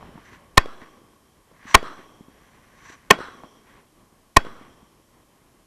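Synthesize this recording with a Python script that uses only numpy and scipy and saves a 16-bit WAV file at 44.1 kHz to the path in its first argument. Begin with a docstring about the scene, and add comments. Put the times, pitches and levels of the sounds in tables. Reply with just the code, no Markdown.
"""A firework launch site at night, close to a steel rack of mortars. Four shots go off: each muzzle
blast booms in its tube, rings the rack and overloads the microphone. Sparks spray, a ringing hiss swells
and fades, and walls and houses slap the bang back with a rolling tail. Overhead, clouds of crackling
stars flare up and sizzle; far reports and close echoes thud over a restless bed of rumble."""
import sys
import numpy as np
from scipy.fft import rfft, irfft, next_fast_len
from scipy.io import wavfile
from scipy.ndimage import map_coordinates

SR = 44100
rng = np.random.default_rng(int(sys.argv[2]) if len(sys.argv) > 2 else 0)


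def materialize(psi):
    """Save the field psi as 16-bit PCM at rate SR to the path in sys.argv[1].

    A 1-D psi becomes a single channel; in a 2-D psi each row is a channel.
    """
    bounded = np.clip(np.atleast_2d(psi).T, -1, 1)
    quanta = np.round(bounded * 32767).astype(np.int16)
    wavfile.write(sys.argv[1], SR, quanta)


N = 249606
TIME = np.arange(N) / SR

# Mortar cues, with a relative send to each layer: (time [s], bang length [s], blast [dB],
# pressure push [dB], tube boom [dB], ground [dB], wall echo [dB], house echo [dB], far wall echo [dB],
# rumble [dB], spark spray [dB], resonant hiss [dB])
MORTAR_SHOTS = [(0.577, 0.0046933, -0.5, -5, -19, -22.5, -27, -45.5, -55, -59, -40, -55),
                (1.747, 0.008026, 2, -8, -10, -19.5, -25.5, -47.5, -38, -57, -34.5, -52),
                (3.1075, 0.0059, 0, -33.5, -9.5, -17.5, -27, -52.5, -56, -54.5, -32, -50),
                (4.368, 0.005385, -1, -7.5, -15.5, -24.5, -30, -47, -44.5, -46, -40.5, -55.5)]
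# Dull thuds, far reports and close echoes of the last two shots: (time [s], level [dB], pitch [Hz])
DULL_THUDS = [(0.01, -38, 971.3), (0.028, -34.5, 972.7), (0.156, -37, 180.8), (0.178, -36, 911.9),
              (1.017, -48, 355), (1.514, -46.5, 478.8), (1.654, -41, 222.1), (2.283, -44.5, 245.7),
              (2.9, -41.5, 362.1), (3.205, -28, 385.8), (3.285, -39.5, 402.8), (3.436, -32.5, 930),
              (3.441, -40.5, 243), (4.467, -31.5, 280)]
# Star clouds: (time fully alight [s], build-up [s], burn [s], sizzle [dB], fizz [dB])
STAR_CLOUDS = [(0.275, 0.1413, 0.018, -51.5, -65.5), (0.333, 0.0256, 0.011, -49, -63.5),
               (1.631, 0.18, 0.04591, -55.5, -75.5), (1.69, 0.03688, .045, -40.5, -49.5),
               (2.4, .2, 0.93, -61.5, -75), (2.876, 0.12277, .06, -49.5, -56.5),
               (3.684, 0.1074, 0.11307, -57.5, -80.5)]
# Hiss ringing in narrow resonant bands, swelling after each shot and faint in the background:
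# (frequency [Hz], width [Hz], relative level [dB])
RESONANT_HISS_BANDS = [(1150, 130, 0), (3340, 240, 0), (5850, 650, -9), (7750, 500, -18)]

# Resonances that a blast excites: (frequency [Hz], relative level [dB], t60 [s])
MIC_PORT_MODES = [(1072.5, 11.5, .024), (1448, -2, 0.025), (1827.8, 6, 0.024), (2521.6, -2.5, 0.029)]
TUBE_AIR_MODES = [(201, -0.5, 0.051), (406.34, 2, 0.037), (701.26, 3.5, 0.039), (822.75, 2.5, 0.039)]
STEEL_RACK_MODES = [(1147, -38, .2), (1523, -31, .21), (3327, -41, .4), (4640, -46, .33), (5351, -49, .33),
                    (7208, -58, .42), (9880, -58, .22)]

# EQ curves of the noise and crackle layers: (frequency [Hz], relative level [dB])
RUMBLE_EQ = [(15, -21), (25, -2.5), (80, -5), (130, -5), (250, -5.5), (450, -10.5), (700, -13), (930, -14),
             (1100, -9.5), (1300, -19), (2000, -20.5), (4000, -32), (6000, -49)]
HISS_EQ = [(800, -9), (2500, -5.5), (6000, -4), (12500, -4), (13400, -10), (14200, -37.5)]
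FAR_ECHO_EQ = [(40, -24), (130, -8), (300, 3.5), (700, -3), (930, -5), (1110, 4), (1300, -10),
               (2200, -14.5), (4000, -24.5), (9000, -39)]
SIZZLE_EQ = [(400, -20), (900, -6.5), (1120, 4.5), (1330, -6.5), (1580, 0.5), (1950, 1), (2600, -9),
             (3300, -13), (4500, -18.5), (7000, -35)]
FIZZ_EQ = [(2500, -25), (3950, -3), (4700, -10), (5500, -7), (5800, 5), (6150, 5), (6450, -8), (6950, -4),
           (7700, -7), (8600, -17), (11000, -25), (14000, -50)]
BLAST_EQ = [(40, -22.5), (200, -9), (600, -2), (1000, 5), (1400, -6), (1900, 2.5), (3500, -2), (6000, -11),
            (10000, -17.5), (15000, -31.5)]
GROUND_EQ = [(88, -28.5), (150, -1), (1080, -3), (1380, -5), (1550, 0), (1700, -11.5), (1870, -4.5),
             (3250, -17), (4930, -25), (5520, -26.5), (14000, -47.5)]
SPARK_EQ = [(400, -27), (850, -14.5), (1200, -3), (1600, -8), (2400, -23.5), (3200, -20.5), (3550, -30),
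            (3950, -18), (4750, -36.5), (5600, -27), (6600, -61.5), (7700, -34.5), (11000, -48),
            (15000, -66.5)]


def amp(db):
    """Decibels to gain."""
    return 10 ** (np.asarray(db) / 20)


def unit_rms(x):
    """Scale to rms 1."""
    return x / np.sqrt(np.mean(x ** 2) + 1e-20)


def filtered(x, response):
    """Filter x by a gain curve over frequency."""
    size = next_fast_len(N + SR // 4)
    return irfft(rfft(x, size) * response(np.fft.rfftfreq(size, 1 / SR)), size)[:N]


def coloured(x, eq):
    """x through an EQ curve, at rms 1."""
    points_hz, db = np.transpose(eq)
    return unit_rms(filtered(x, lambda hz: amp(np.interp(np.log(hz + 1), np.log(points_hz), db))))


def noise(eq):
    """Fresh coloured noise."""
    return coloured(rng.standard_normal(N), eq)


def crackle(eq, per_second):
    """A dense rain of tiny pops of random size."""
    return coloured(rng.standard_normal(N) * (rng.random(N) < per_second / SR), eq)


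def flutter(depth_db, rate_hz):
    """A gain that wanders smoothly at random."""
    knots = rng.standard_normal(int(N * rate_hz / SR) + 4)
    return amp(depth_db * map_coordinates(knots, [TIME * rate_hz]))


def since(start):
    """Seconds after start, zero before."""
    return np.maximum(TIME - start, 0)


def swell(t, rise, t60):
    """An envelope that builds up and dies away; times in seconds."""
    return (1 - np.exp(-(t / rise) ** 2)) * amp(-60 * t / t60)


def rumble_level():
    """Shots and star clouds add their power to a steady floor and the fading tail of earlier fire."""
    parts = [amp(-62), amp(-48.5 - 60 * TIME / 2.5)]
    parts += [amp(db) * swell(since(at), rise=.066, t60=1.4) for at, *_, db, _, _ in MORTAR_SHOTS]
    parts += [amp(-61) * cloud_envelope(at, build, burn) for at, build, burn, *_ in STAR_CLOUDS]
    return np.sqrt(sum(part ** 2 for part in parts))


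def resonant_hiss(pitch):
    """Noise ringing in narrow resonant bands, transposed by the ratio pitch."""
    def bands(f):
        return sum(amp(db) / (1 + ((f - pitch * hz) / (width / 2)) ** 2)
                   for hz, width, db in RESONANT_HISS_BANDS)
    return unit_rms(filtered(rng.standard_normal(N), bands))


def night_bed(reports_per_s=5):
    """Rumble of far fireworks with a faint ringing hiss, dotted with reports, over a steady hiss."""
    rumble = flutter(depth_db=1.4, rate_hz=16) * amp(1.6528) * noise(RUMBLE_EQ)
    ringing = amp(-15.5) * resonant_hiss(pitch=.92828)
    hiss = amp(-67.5) * noise(HISS_EQ)
    draws = rng.random((int(reports_per_s * N / SR), 3))
    reports = sum(amp(5) * (.5 + size) * far_pop(when * N / SR, hz=379.5 * 2 ** (2 * pitch - 1))
                  for when, size, pitch in draws)
    return rumble_level() * (rumble + ringing + reports) + hiss


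def far_pop(at, hz):
    """About one cycle of pressure, rounded by the air on its way."""
    cycles = since(at) * hz
    onset = 1 - np.exp(-cycles / .3)
    return 4.2 * np.sin(2 * np.pi * cycles) * onset * np.exp(-cycles / .57)


def thuds():
    """Far reports and close echoes of the last two shots, each with its own scattered tail."""
    direct = sum(amp(db) * far_pop(at, hz) for at, db, hz in DULL_THUDS)
    tails = sum(amp(db - 12) * swell(since(at), rise=.001, t60=.075) for at, db, _ in DULL_THUDS)
    return direct + tails * noise(FAR_ECHO_EQ)


def cloud_envelope(alight, build, burn):
    """Ever more stars catch, burn together, then go out and leave an echo."""
    build_db, sag_db_per_s, die_db_per_s = 19.5, 3.5, 331.5
    echo_db, echo_t60 = -17, .6
    growth_db = -build_db * np.maximum(alight - TIME, 0) / build
    spent = since(alight + burn)
    release = np.maximum(amp(-die_db_per_s * spent), amp(echo_db - 60 * spent / echo_t60))
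    return amp(growth_db - sag_db_per_s * since(alight)) * release


def star_clouds():
    """Hundreds of tiny stars pop overhead and merge into a sizzle with a fizzy top."""
    body, treble = np.zeros((2, N))
    for alight, build, burn, sizzle_db, fizz_db in STAR_CLOUDS:
        burning = cloud_envelope(alight, build, burn)
        body += amp(sizzle_db) * burning
        treble += amp(fizz_db) * burning ** 1.25  # the top swells more steeply
    sizzle = crackle(SIZZLE_EQ, per_second=5000)
    fizz = crackle(FIZZ_EQ, per_second=9000)
    return flutter(depth_db=1.3, rate_hz=70) * (body * sizzle + treble * fizz)


def mortar_blasts():
    """Gas spits past the shell, the muzzle bangs, and the ground and rack give it back."""
    out = np.zeros(N)
    for at, length, blast_db, push_db, tube_db, ground_db, *_ in MORTAR_SHOTS:
        t = since(at)
        spit = .45 * np.interp(TIME, [at - .006, at - .0025, at, at + .001], [0, .65, 1, 0]) ** 2
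        bang = amp(1) * np.sin(np.pi * np.minimum(t / length, 1))  # one hump of pressure
        jet = amp(-7) * swell(t, rise=.0002, t60=.02)
        gas = (spit + bang + jet) * noise(BLAST_EQ)
        ground = amp(ground_db) * swell(t, rise=.0026, t60=.16) * noise(GROUND_EQ)
        mic_port = ring(MIC_PORT_MODES, at, rise=.0006, scatter_db=2.2719)
        tube = amp(tube_db) * tube_boom(at)
        rack = amp(-3.5) * ring(STEEL_RACK_MODES, at, rise=.0022, scatter_db=2.5, rattle=1.6)
        push = amp(push_db) * (bang + suction(since(at + length)))
        out += amp(blast_db) * (gas + mic_port + tube) + ground + rack + push
    return out


def ring(modes, at, rise, scatter_db, rattle=0):
    """Struck modes, each at a slightly new strength; rattling makes their phase wander."""
    out, first = np.zeros(N), int(at * SR)
    span = slice(first, first + SR // 2)
    t = since(at)[span]
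    for hz, db, t60 in modes:
        wander = rattle * np.cumsum(rng.standard_normal(len(t))) / np.sqrt(SR)
        strength = amp(db + scatter_db * rng.normal())
        out[span] += strength * swell(t, rise, t60) * np.sin(2 * np.pi * (hz * t + wander))
    return out


def tube_boom(at):
    """The air column rings; at the open muzzle, neighbouring modes swing in opposite senses."""
    return sum((-1) ** k * ring([mode], at, rise=.0005, scatter_db=3.5)
               for k, mode in enumerate(TUBE_AIR_MODES))


def suction(t):
    """Low pressure follows the blast; the microphone recovers with a slow overshoot."""
    return .13 * swell(t, rise=.005, t60=.5) - swell(t, rise=.0013, t60=.072)


def sparks_and_hiss():
    """Sparks spray from the tube; a ringing hiss swells, crossfades to a lower pitch and dies away."""
    spray, early, late = np.zeros((3, N))
    for at, *_, spray_db, hiss_db in MORTAR_SHOTS:
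        spray += amp(spray_db + 4.5) * swell(since(at + .058244), rise=.040747, t60=.45526)
        early += amp(hiss_db + 4) * swell(since(at), rise=.097, t60=.9771)
        late += amp(hiss_db - 7) * swell(since(at + .15), rise=.13085, t60=2.1)
    hiss = early * resonant_hiss(pitch=1) + late * resonant_hiss(pitch=.965)
    sputter = flutter(depth_db=1.4, rate_hz=30)
    return sputter * (spray * crackle(SPARK_EQ, per_second=5000) + hiss)


def building_echoes():
    """A wall, houses and a far wall each slap a shot back; the buildings also smear it into a roll."""
    wall_s, houses_s, far_wall_s = .0815, .244, .461  # there and back
    slaps, crack, roll, smear = np.zeros((4, N))
    for at, _, blast_db, _, _, _, wall_db, house_db, far_db, *_ in MORTAR_SHOTS:
        slaps += amp(wall_db) * far_pop(at + wall_s, hz=473.03)
        slaps += amp(house_db + 7) * far_pop(at + houses_s, hz=273.6)
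        slaps += amp(far_db) * far_pop(at + far_wall_s, hz=209.76)
        crack += amp(wall_db - 10) * swell(since(at + wall_s), rise=.0002, t60=.012)
        roll += amp(blast_db - 44.5) * swell(since(at + .048), rise=.013, t60=1.6)
        smear += amp(house_db) * swell(since(at + .21992), rise=.0225, t60=.3712)
    uneven = flutter(depth_db=2.2, rate_hz=45)
    wall_crack = crack * noise(BLAST_EQ)
    tail = roll * noise(FAR_ECHO_EQ) + smear * crackle(SIZZLE_EQ, per_second=2500)
    return slaps + wall_crack + uneven * tail


def scene():
    """The mono mix of everything that reaches the microphone."""
    hits = mortar_blasts() + building_echoes() + thuds()
    return (hits + sparks_and_hiss() + star_clouds() + night_bed())[None]


def record(dry):
    """The blasts clip flat at full scale; the top end is dulled, then cut off steeply."""
    dull_hz, cutoff_hz = 14570, 15700
    def rolloff(hz):
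        return 1 / np.sqrt(1 + (hz / dull_hz) ** 16) / (1 + (hz / cutoff_hz) ** 80)
    return filtered(np.clip(dry[0], -1, 1), rolloff)[None]


dry = scene()
out = record(dry)
materialize(out)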